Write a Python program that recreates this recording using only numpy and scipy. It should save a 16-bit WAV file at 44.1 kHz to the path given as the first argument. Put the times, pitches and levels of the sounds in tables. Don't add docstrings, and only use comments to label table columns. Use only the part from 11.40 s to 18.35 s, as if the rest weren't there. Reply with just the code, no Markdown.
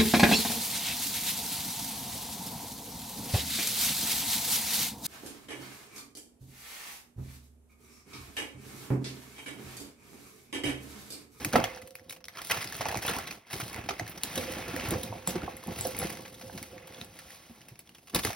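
import sys
import numpy as np
from scipy import signal
from scipy.fft import rfft, irfft
from scipy.io import wavfile
from scipy.ndimage import uniform_filter1d

SR = 44100
rng = np.random.default_rng(int(sys.argv[2]) if len(sys.argv) > 2 else 0)


def transcribe(u):
    v = np.clip(np.atleast_2d(u).T, -1, 1)
    q = np.round(v * 32767).astype(np.int16)
    wavfile.write(sys.argv[1], SR, q)


N = 306495
TIME = np.arange(N) / SR
HZ = np.maximum(np.arange(N // 2 + 1) * SR / N, 1.)

# f/Hz, relative level/dB, t60/s
TABLE_MODES = [(113.3, -3, 0.092), (169, -7.5, 0.081), (221, 5, 0.023), (324, 3, 0.019), (520, 3, 0.013),
               (686, 6.5, 0.021), (795, 4.5, 0.017)]
# f/Hz, relative level/dB
CRINKLE_COLOUR = [(600, -23), (1000, -6.5), (1600, -6), (2150, -3.5), (2600, -5.5), (5000, -20.5)]
# f/Hz, relative level/dB
CRISP_COLOUR = [(2000, 0), (3000, 5), (4000, 6.5), (5300, 6), (6300, 7.5), (8000, -33), (10000, -22.5)]
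# f/Hz, relative level/dB
SIZZLE_COLOUR = [(5000, -24), (6500, -7), (9000, -1), (11500, 0), (14000, -2), (15800, -4)]
# t/s, level before trims/dB, pitch f/Hz, bright snap re that level before trim/dB,
# rasp t60/s
TICKS = [(0.0483, -15, 2400, -8.5, 0.018), (0.128, -27, 1470, -7, 0.018), (0.133, -18, 1420, -25, 0.03),
         (0.157, -24, 1380, -16, 0.048), (0.202, -23, 1360, -41, 0.014), (0.211, -33, 1070, -28, 0.02),
         (0.2413, -14.5, 3380, -20, 0.027), (0.3484, -33, 1650, -28, 0.029), (0.362, -37, 2020, -8, 0.016),
         (0.3746, -33.5, 1560, -28, 0.027), (0.418, -39, 2020, -11, 0.022), (0.4746, -40, 2960, -6, 0.02),
         (0.508, -40.5, 5700, 3, 0.0067), (0.587, -44, 1780, -22, 0.01), (0.5962, -40, 2020, -16, 0.011),
         (0.5544, -28.5, 2540, -3, 0.0072), (0.6964, -31, 3930, -9.5, 0.018),
         (0.708, -28.5, 2400, -9, 0.016), (0.726, -35, 2420, -10, 0.032), (0.7634, -41, 2840, -20, 0.033),
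         (0.8052, -50, 1780, -22, 0.047), (0.843, -30.5, 5760, -10, 0.0053),
         (0.855, -35, 5500, 0.5, 0.0062), (0.8841, -27, 2070, -15, 0.014), (0.897, -49, 2000, -5, 0.01),
         (0.9383, -45, 5000, -18, 0.016), (0.9532, -37, 2000, -27, 0.029), (0.972, -31, 1330, -24, 0.049),
         (0.985, -30, 1310, -15, 0.023), (1.018, -32.5, 5300, -6, 0.022), (1.071, -31.5, 4430, -6, 0.022),
         (1.1, -25.5, 2040, -21, 0.057), (1.1128, -12, 2000, -18, 0.023), (1.1192, -13, 3000, -11, 0.013),
         (1.188, -32, 2300, -23, 0.018), (1.2278, -23, 2060, -17, 0.019), (1.243, -28, 2050, -13, 0.028),
         (1.275, -27, 5230, -15, 0.017), (1.324, -29, 1770, -15, 0.024), (1.378, -43, 1960, -3, 0.016),
         (1.389, -30, 2460, -12, 0.016), (1.4093, -22.5, 895, -20, 0.034), (1.4552, -21.5, 2640, -29, 0.02),
         (1.492, -27, 1950, -25, 0.018), (1.545, -23, 1150, -30, 0.011), (1.555, -21, 2450, -25, 0.01),
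         (1.573, -21.5, 2120, -13.5, 0.023), (1.5892, -26.5, 2130, -20, 0.018),
         (1.631, -35, 1610, -12, 0.043), (1.6504, -30, 2470, -20, 0.05), (1.68, -19, 3500, -18, 0.036),
         (1.7, -28, 900, -13, 0.016), (1.722, -39, 2130, -17, 0.011), (1.735, -26, 2140, -13, 0.019),
         (1.7654, -23, 910, -14, 0.023), (1.787, -23.5, 1430, -7, 0.014), (1.872, -31, 4030, -21, 0.057),
         (1.9096, -27.5, 2540, -19, 0.035), (2.1026, -38, 1710, -18, 0.052),
         (2.1298, -27.5, 2650, -17, 0.037), (2.2004, -29, 2160, -13, 0.053), (2.3308, -32, 2240, -5, 0.013),
         (2.3448, -22, 2090, -11, 0.0078), (2.362, -32, 2090, -11, 0.018),
         (2.4897, -21.5, 2500, -26, 0.039), (2.508, -23, 1230, -24, 0.031), (2.5968, -19, 2050, -21, 0.018),
         (2.633, -38, 2200, -18, 0.0088), (2.6675, -32, 1790, -16, 0.011),
         (2.6776, -33, 2180, -15.5, 0.048), (2.7766, -34.5, 5900, -12, 0.028),
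         (2.8353, -17, 4450, 2, 0.0074), (2.957, -26, 3170, -10, 0.033), (2.9771, -21, 3800, -14, 0.033),
         (3.122, -29.5, 2000, -8, 0.025), (3.154, -30, 1520, -32, 0.011), (3.282, -30.5, 1830, -13, 0.027),
         (3.364, -22.5, 1780, -5, 0.011), (3.399, -22, 2880, -30, 0.0073), (3.41, -25, 1840, -32, 0.01),
         (3.476, -32, 2460, -20, 0.017), (3.508, -24.5, 3930, -6, 0.027), (3.52, -39, 4500, -14, 0.021),
         (3.539, -24, 1090, -28, 0.033), (3.633, -30, 4020, -4, 0.027), (3.719, -37, 930, -22, 0.01),
         (3.8741, -26, 910, -5.5, 0.035), (3.956, -28, 1350, -35, 0.031), (4.0193, -31, 1380, -30, 0.0058),
         (4.2383, -33, 1030, -11, 0.015), (4.361, -33, 2870, -9, 0.017), (4.389, -30, 2160, -6, 0.023),
         (4.451, -30, 5900, -17, 0.029), (4.5478, -29, 2180, -28, 0.023), (4.579, -30, 2470, -9, 0.013),
         (4.617, -26, 1380, -20, 0.018), (4.6309, -25.5, 1900, -16, 0.019), (4.7006, -32, 2160, -9, 0.028),
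         (4.725, -36.5, 2890, -9, 0.033), (4.754, -37, 2150, -17, 0.02), (4.791, -39, 2940, -22, 0.025),
         (4.853, -41.5, 2280, -29, 0.06), (4.9436, -41.5, 3820, -10, 0.031),
         (5.012, -42.5, 2930, -15, 0.054), (5.1772, -31.5, 2330, -17, 0.044),
         (5.228, -37, 2250, -25, 0.047), (5.324, -46, 3300, -15, 0.015), (5.3804, -33, 2200, -40, 0.016),
         (5.4733, -47.5, 2270, 2, 0.02), (5.524, -40, 2050, -13, 0.015), (5.545, -37, 3500, -30, 0.026),
         (5.57, -42, 3700, -20, 0.02), (5.614, -23.5, 3950, -15, 0.0068), (5.7897, -35, 2010, -13, 0.035),
         (5.8626, -49, 2210, -20, 0.02), (5.9046, -39, 2000, -15, 0.038), (6.208, -45, 2000, -20, 0.028),
         (6.2165, -39, 2950, -20, 0.023), (6.285, -41.5, 2670, -10, 0.038), (6.357, -42, 2760, -29, 0.015),
         (6.392, -40, 2750, -3.5, 0.022), (6.474, -45, 3490, -17, 0.024), (6.4929, -38, 2780, -13, 0.017),
         (6.549, -39, 3200, -18, 0.034), (6.584, -44, 2700, -12, 0.019), (6.6732, -42, 3020, -16, 0.036),
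         (6.697, -41, 3300, -12, 0.036), (6.7475, -19.5, 4100, -9, 0.044), (6.76, -21, 5370, -9, 0.027),
         (6.7886, -30, 5130, -11, 0.052), (6.835, -29, 3600, -27, 0.04), (6.8497, -15, 2030, -14.5, 0.029),
         (6.873, -22, 1190, -24, 0.03), (6.9313, -29.5, 2280, -15, 0.032)]
# t/s, level before trim/dB, pitch f/Hz
KNOCKS = [(0.052, -26.5, 293), (0.062, -28, 125), (0.1326, -20, 226), (0.14, -12, 535), (0.1555, -4, 508),
          (0.1572, -8.5, 1890), (0.163, -14, 238), (0.21, -16, 830), (0.239, -16.5, 750), (0.368, -32, 770),
          (1.108, -19, 860), (1.144, -28, 835), (1.168, -31.5, 114), (1.249, -34, 105), (1.391, -31, 116),
          (1.409, -18, 720), (1.429, -32, 760), (1.446, -28, 780), (1.4568, -15, 850), (1.476, -30, 99),
          (1.483, -24, 880), (1.492, -27, 744), (1.505, -23.5, 790), (1.525, -23, 845), (1.544, -18.5, 784),
          (1.556, -21, 820), (1.56, -27.5, 109), (1.65, -22, 587), (1.677, -30, 149), (1.688, -28, 467),
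          (1.721, -32, 950), (1.712, -48, 193), (1.789, -25, 780), (2.132, -38, 143), (2.153, -32.5, 384),
          (2.219, -28, 120), (2.4891, -16.5, 700), (2.503, -24.5, 394), (2.5965, -21, 696),
          (2.608, -28.5, 111), (2.838, -34, 218), (2.973, -26, 251), (3.1, -31, 319), (3.274, -32, 358),
          (3.339, -22.5, 288), (3.365, -24.5, 517), (3.479, -24.5, 111), (3.517, -28, 153),
          (3.544, -34, 94.5), (3.636, -28.5, 221), (3.698, -28.5, 108), (3.726, -22, 900),
          (3.875, -22, 186), (3.956, -20, 363), (4.078, -22, 1080), (4.28, -21.5, 218), (4.39, -32, 117),
          (4.452, -19, 531), (4.625, -24, 510), (4.644, -22.5, 196.5), (4.744, -37, 201), (5.058, -39, 106),
          (5.097, -31.5, 1580), (5.098, -35, 850), (5.148, -30.5, 210), (5.611, -36, 239),
          (6.097, -35.5, 233), (6.313, -37.5, 128), (6.76, -29.5, 112), (6.848, -20.5, 427),
          (6.873, -26.5, 104), (6.903, -21.5, 720)]


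def undb(db):
    return 10 ** (np.asarray(db) / 20)


def unit(x):
    return x / np.sqrt(np.mean(x ** 2))


def over_hz(points):
    hz, value = np.transpose(points)
    return np.interp(np.log(HZ), np.log(np.maximum(hz, 1)), value)


def colour(x, points):
    floor = (points[0][0] / 2, -80)
    gain = undb(over_hz([floor] + list(points)))
    return unit(irfft(rfft(x) * gain, N))


def fade(t60, length):
    return np.exp(-np.log(1000) * np.arange(length) / SR / t60)


def ring(x, modes):
    out = 0
    for hz, db, t60 in modes:
        pole = np.exp(2j * np.pi * hz / SR - np.log(1000) / (t60 * SR))
        resonance = signal.lfilter([1], [1, -pole], x).imag
        out = out + undb(db) * np.sqrt(1 - abs(pole)) * resonance
    return out


def add(out, s, x):
    i = int(s * SR)
    out[i:i + len(x)] += x[:N - i]


def settling(events, t60, rise_s):
    power = np.zeros(N)
    shape = (fade(t60, SR) * (1 - np.exp(-TIME[:SR] / rise_s))) ** 2
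    for s, db, *_ in events:
        add(power, s, undb(2 * db) * shape)
    return np.sqrt(power)


def random_hits(per_s, scatter_db, spread):
    chance, size = rng.random((N, 2)).T
    return (chance < per_s / SR) * undb(-scatter_db * np.log(1 - spread * size))


def swarm(per_s, scatter_db, t60, bed):
    hits = random_hits(per_s, scatter_db, .97)
    tails = signal.lfilter([1], [1, -np.exp(-np.log(1000) / (t60 * SR))], hits)
    softened = uniform_filter1d(tails, size=int(.003 * SR))
    return unit(bed + unit(softened))


def creases(lo_hz, hi_hz, per_s, scatter_db, cycles, count=7):
    out = 0
    for hz in np.geomspace(lo_hz, hi_hz, count):
        pops = random_hits(per_s, scatter_db, .995)
        out = out + unit(ring(pops, [(hz, 0, cycles / hz)]))
    return unit(out)


def air():
    # f/Hz, relative level/dB
    floor_colour = [(30, 8), (158, 69), (429, 26), (524, 60), (585, 33), (1140, -100), (2120, -69),
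                    (6000, -2), (7800, -48), (16000, -50)]
    return undb(-75) * colour(rng.standard_normal(N), floor_colour)


def box():
    # f/Hz, relative level/dB, t60 of the bumped sound/s
    walls = [(496, -4, 0.13), (524.6, -1, 1), (714, -13, .1)]
    # t/s, level before trims/dB
    jolts = [(0.157, -22), (2.968, -26), (3.075, -26.5), (3.364, -39), (3.549, -24.5), (3.72, -47),
             (3.875, -24), (4.3, -35.5), (4.45, -26.5), (4.601, -26.5), (5.024, -32), (5.322, -30.5),
             (5.564, -41)]
    jolt_rise_s, jolt_t60_s = .012, .18
    linger_db, linger_t60_s = -21, 1.93
    waver_hz = 8.9

    bumps = swarm(per_s=25.0, scatter_db=2.0, t60=0.19, bed=0.8)
    bumped = undb(-5.5) * unit(ring(bumps * rng.standard_normal(N), walls))
    hum = 0
    for hz, db, _ in walls:
        waver = unit(uniform_filter1d(rng.standard_normal(N), size=SR // 60))
        phase = 2 * np.pi * np.cumsum(hz + waver_hz * waver) / SR
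        hum = hum + undb(db) * np.sin(phase)
    jolted = settling(jolts, jolt_t60_s, jolt_rise_s) * bumped
    lingering = undb(linger_db) * settling(jolts, linger_t60_s, jolt_rise_s) * hum
    return jolted + lingering


def clinks():
    # t/s, f/Hz, level/dB, t60/s
    lines = [(0.157, 1325, -18, 0.084), (0.16, 1010, -25, 0.07), (1.411, 650, -47, 0.12),
             (3.237, 2520, -40, 0.075), (2.695, 14940, -39, 0.11), (2.695, 11900, -50, 0.085),
             (2.695, 11000, -44, 0.054), (3.875, 7730, -15, 0.013), (4.41, 7820, -17, 0.0095),
             (4.59, 11170, -35.5, 0.23)]
    out = np.zeros(N)
    length = SR // 3
    for s, hz, db, t60 in lines:
        add(out, s, undb(db) * fade(t60, length) * np.sin(2 * np.pi * hz * TIME[:length]))
    return out


def knocks():
    out = np.zeros(N)
    mode_hz, mode_db, mode_t60 = np.transpose(TABLE_MODES)
    chance = rng.standard_normal((len(KNOCKS), 2, len(TABLE_MODES)))
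    t = np.arange(6000) / SR
    for (s, db, knock_hz), (size, tune) in zip(KNOCKS, chance):
        octaves_away = abs(np.log2(mode_hz / knock_hz))
        near_db = mode_db + 4.6 * size - 8.8 * octaves_away
        hz = np.append(mode_hz * (1 + 0.059 * tune), knock_hz)
        gain = np.append(undb(near_db - 3.0), 1)
        t60 = np.append(mode_t60, min(28 / knock_hz, .1))
        decay = np.exp(-np.log(1000) * t / t60[:, None])
        contact = 1 - np.exp(-t * knock_hz / 1.1)
        knock = gain @ (np.sin(2 * np.pi * hz[:, None] * t) * decay) * contact
        add(out, s, undb(db - 6.0) * knock / abs(knock).max())
    return out


def ticks():
    # t/s, level before trim/dB
    film_snaps = [(1.366, -20), (1.665, -14), (2.9576, -32), (3.487, -19), (4.1682, -24), (4.272, -25),
                  (4.4701, -14.5), (4.567, -21), (4.5887, -11.5), (5.228, -23), (5.646, -29)]
    click_db, click_s, rasp_rise_s = 4.0, 0.00006, 0.0012

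    out, snap_env = np.zeros((2, N))
    t = np.arange(4000) / SR
    wide = colour(rng.standard_normal(N), CRINKLE_COLOUR[2:-1] + CRISP_COLOUR[2:])
    click = np.gradient(np.exp(-((t - rasp_rise_s) / click_s) ** 2))
    click = click / click.max()
    for s, db, hz, snap_db, t60 in TICKS:
        decay = fade(t60, len(t)) + 0.45 * fade(0.004, len(t))
        burst = decay * (1 - np.exp(-t / rasp_rise_s))
        rasp = burst * np.resize(wide[int(s * SR):], len(t))
        rough = rasp + undb(click_db) * click
        pitched = ring(rough, [(hz, 0, 18 / hz)])
        tick = undb(-2.0) * rough / abs(rough).max() + undb(-4.0) * pitched / abs(pitched).max()
        add(out, s - rasp_rise_s, undb(db) * tick)
        add(snap_env, s - rasp_rise_s, undb(db + snap_db + 11.0) * burst ** 1.37)
    for s, db in film_snaps:
        add(snap_env, s, undb(db - 9.0) * fade(0.013, len(t)))
    return out + snap_env * colour(rng.standard_normal(N), SIZZLE_COLOUR)


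def handling_levels(film_db, treble_db, weight_db):
    film_strains_s, film_settles_s = 0.0017, 0.11
    rustle_db, rustle_db_per_s = -33, 532
    pile_db, pile_t60_s, pile_rise_s = -9, 0.12, 0.0024
    bangles_db, bangles_t60_s, bangles_rise_s = -19, 0.2, 0.0095
    hollow_hz = 450
    crisp_follows_treble, rattle_follows_film = 0.69, 0.6

    mid_events, treble_events = [], []
    for s, db, _, snap_db, t60 in TICKS:
        start = s - film_strains_s
        level = db + rustle_db + rustle_db_per_s * t60
        mid_events.append((start, level))
        treble_events.append((start, level + snap_db))
    after_tick = settling(mid_events, film_settles_s, film_strains_s)
    after_snap = settling(treble_events, film_settles_s, film_strains_s)
    low_knocks = [k for k in KNOCKS if k[2] < hollow_hz]
    high_knocks = [k for k in KNOCKS if k[2] >= hollow_hz]
    pile = undb(pile_db) * settling(low_knocks, pile_t60_s, pile_rise_s)
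    bangles = undb(bangles_db) * settling(high_knocks, bangles_t60_s, bangles_rise_s)

    mid = np.hypot(undb(film_db), after_tick)
    treble = np.hypot(undb(treble_db), after_snap)
    rub = np.hypot(undb(weight_db), pile)
    crinkle = undb(0.1) * mid
    crisp = undb(5.5) * treble ** crisp_follows_treble * mid ** (1 - crisp_follows_treble)
    sizzle = undb(9) * treble
    rattle = undb(-3) * mid ** rattle_follows_film * rub ** (1 - rattle_follows_film)
    return crinkle, crisp, sizzle, rub, np.hypot(rattle, bangles)


def handling():
    # t/s, film level/dB, film treble level/dB, weight on the table level/dB
    handfuls = [
        [(0, -47, -61, -38), (.11, -54, -58.5, -45.5), (.15, -33.5, -75, -34), (.29, -44.5, -67, -48.5),
         (.52, -72.5, -81, -64), (.68, -70, -79, -62), (.71, -61, -52, -62), (.82, -100, -99, -62.5),
         (.93, -63.5, -74, -68)],
        [(.99, -43.5, -69, -52.5), (1.08, -57.5, -51.5, -62), (1.13, -34, -51.5, -52.5), (1.31, -50, -59, -50),
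         (1.49, -39, -57, -45), (1.62, -50, -62.5, -50), (1.69, -36, -49.5, -37), (1.78, -41, -61.5, -46.5),
         (1.93, -53, -61.5, -51), (2.05, -63.5, -87, -71)],
        [(2.13, -48.5, -53.5, -55), (2.22, -51, -58, -49), (2.3, -51, -57.5, -52), (2.38, -43, -71, -44.5),
         (2.47, -53.5, -68, -49.5), (2.52, -49, -67, -49), (2.81, -55.5, -69, -53.5)],
        [(2.86, -45.5, -57, -47), (3.0, -45, -54.5, -41.5), (3.25, -43.5, -63, -44), (3.42, -43, -59, -46.5),
         (3.52, -40.5, -61, -34), (3.6, -51, -59, -40.5), (3.85, -54.5, -72, -54)],
        [(3.89, -47, -48, -44), (3.99, -47, -72, -38), (4.22, -55, -68, -54), (4.3, -49.5, -62.5, -47),
         (4.45, -49, -48.5, -38), (4.53, -51, -60.5, -42.5), (4.63, -43.5, -55.5, -41),
         (4.92, -62.5, -68, -55.5)],
        [(5.21, -59.5, -62, -49), (5.42, -57.5, -74.5, -57), (5.62, -53, -65, -52), (5.68, -61, -70, -53),
         (5.92, -56.5, -63, -59), (5.98, -59.5, -67, -61), (6.44, -70, -79, -61.5), (6.72, -74.5, -74, -61)],
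        [(6.76, -31, -64, -29), (6.82, -80, -56, -51), (6.87, -40.5, -46, -48), (6.95, -53, -65, -55)],
    ]
    crackle_shares = [0.76, 0.98, 1, 0.52, 0.72, 0.61, 0.77]

    s, *levels = np.concatenate(handfuls).T
    curves = [np.interp(TIME, s, db) for db in levels]
    crinkle, crisp, sizzle, rub, rattle = handling_levels(*curves)

    snaps = swarm(per_s=340., scatter_db=7.0, t60=0.02, bed=0.45)
    crackle = np.interp(TIME, s, np.repeat(crackle_shares, [len(h) for h in handfuls]))
    snaps = crackle * snaps + 1 - crackle
    bumps = swarm(per_s=88.0, scatter_db=5.5, t60=0.054, bed=0.85)
    dull_noise, treble_noise, low_noise, high_noise, bright_noise = rng.standard_normal((5, N))

    dull_pops = creases(900.0, 3200.0, per_s=110.0, scatter_db=3.0, cycles=40.0)
    bright_pops = creases(2900.0, 6000.0, per_s=200.0, scatter_db=3.0, cycles=30.0)
    dull = snaps * dull_noise + undb(-11.0) * dull_pops
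    bright = snaps * bright_noise + undb(-12.0) * bright_pops
    film = crinkle * colour(dull, CRINKLE_COLOUR)
    film += crisp * colour(bright, CRISP_COLOUR)
    film += sizzle * colour(snaps * treble_noise, SIZZLE_COLOUR)

    low_modes = [mode for mode in TABLE_MODES if mode[0] < 400]
    high_modes = [mode for mode in TABLE_MODES if mode[0] > 400]
    body = rub * unit(ring(bumps * low_noise, low_modes))
    body += rattle * unit(ring((bumps + snaps) * high_noise, high_modes))
    return film + body


def ports(dry):
    # f/Hz, left port's lead/rad
    port_phase = [(0, 0), (780, -.5), (2330, .5), (4390, .7), (5250, .4), (6700, 3.1), (8250, 3.25),
                  (9730, 6.2), (11100, 6.4), (12700, 9.35), (14400, 9.5), (15800, 12.6)]
    # f/Hz, left minus right level/dB
    port_balance = [(100, 0), (300, -1.5), (600, -3), (1200, -2), (2500, -1.2), (5000, 0), (16000, .3)]
    # f/Hz, level/dB
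    port_apart = [(60, -30), (150, -25), (300, -12), (700, -6.5), (3000, -8), (6000, -10), (16000, -10)]
    room_t60_s, room_db = .13, -20

    length = SR // 2
    tails = rng.standard_normal((2, length)) * fade(room_t60_s, length)
    tails[:, :130] = 0
    tails = tails / np.sqrt(np.sum(tails ** 2, axis=1, keepdims=True))
    shared, sideways = rfft(tails, N)
    near = 1 + undb(room_db) * shared
    apart = undb(over_hz(port_apart)) * sideways
    hz, lead = np.transpose(port_phase)
    half = undb(over_hz(port_balance) / 2) * np.exp(.5j * np.interp(HZ, hz, lead))
    left, right = (near + apart) * half, (near - apart) / half
    return irfft(rfft(dry) * np.array([left, right]), N)


def scene():
    return ports(air() + box() + clinks() + knocks() + ticks() + handling())


def record(dry):
    firm = signal.sosfilt(signal.butter(4, 52., "high", fs=SR, output="sos"), dry)
    return signal.sosfilt(signal.ellip(8, .2, 70, 15900, fs=SR, output="sos"), firm)


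dry = scene()
out = record(dry)
transcribe(out)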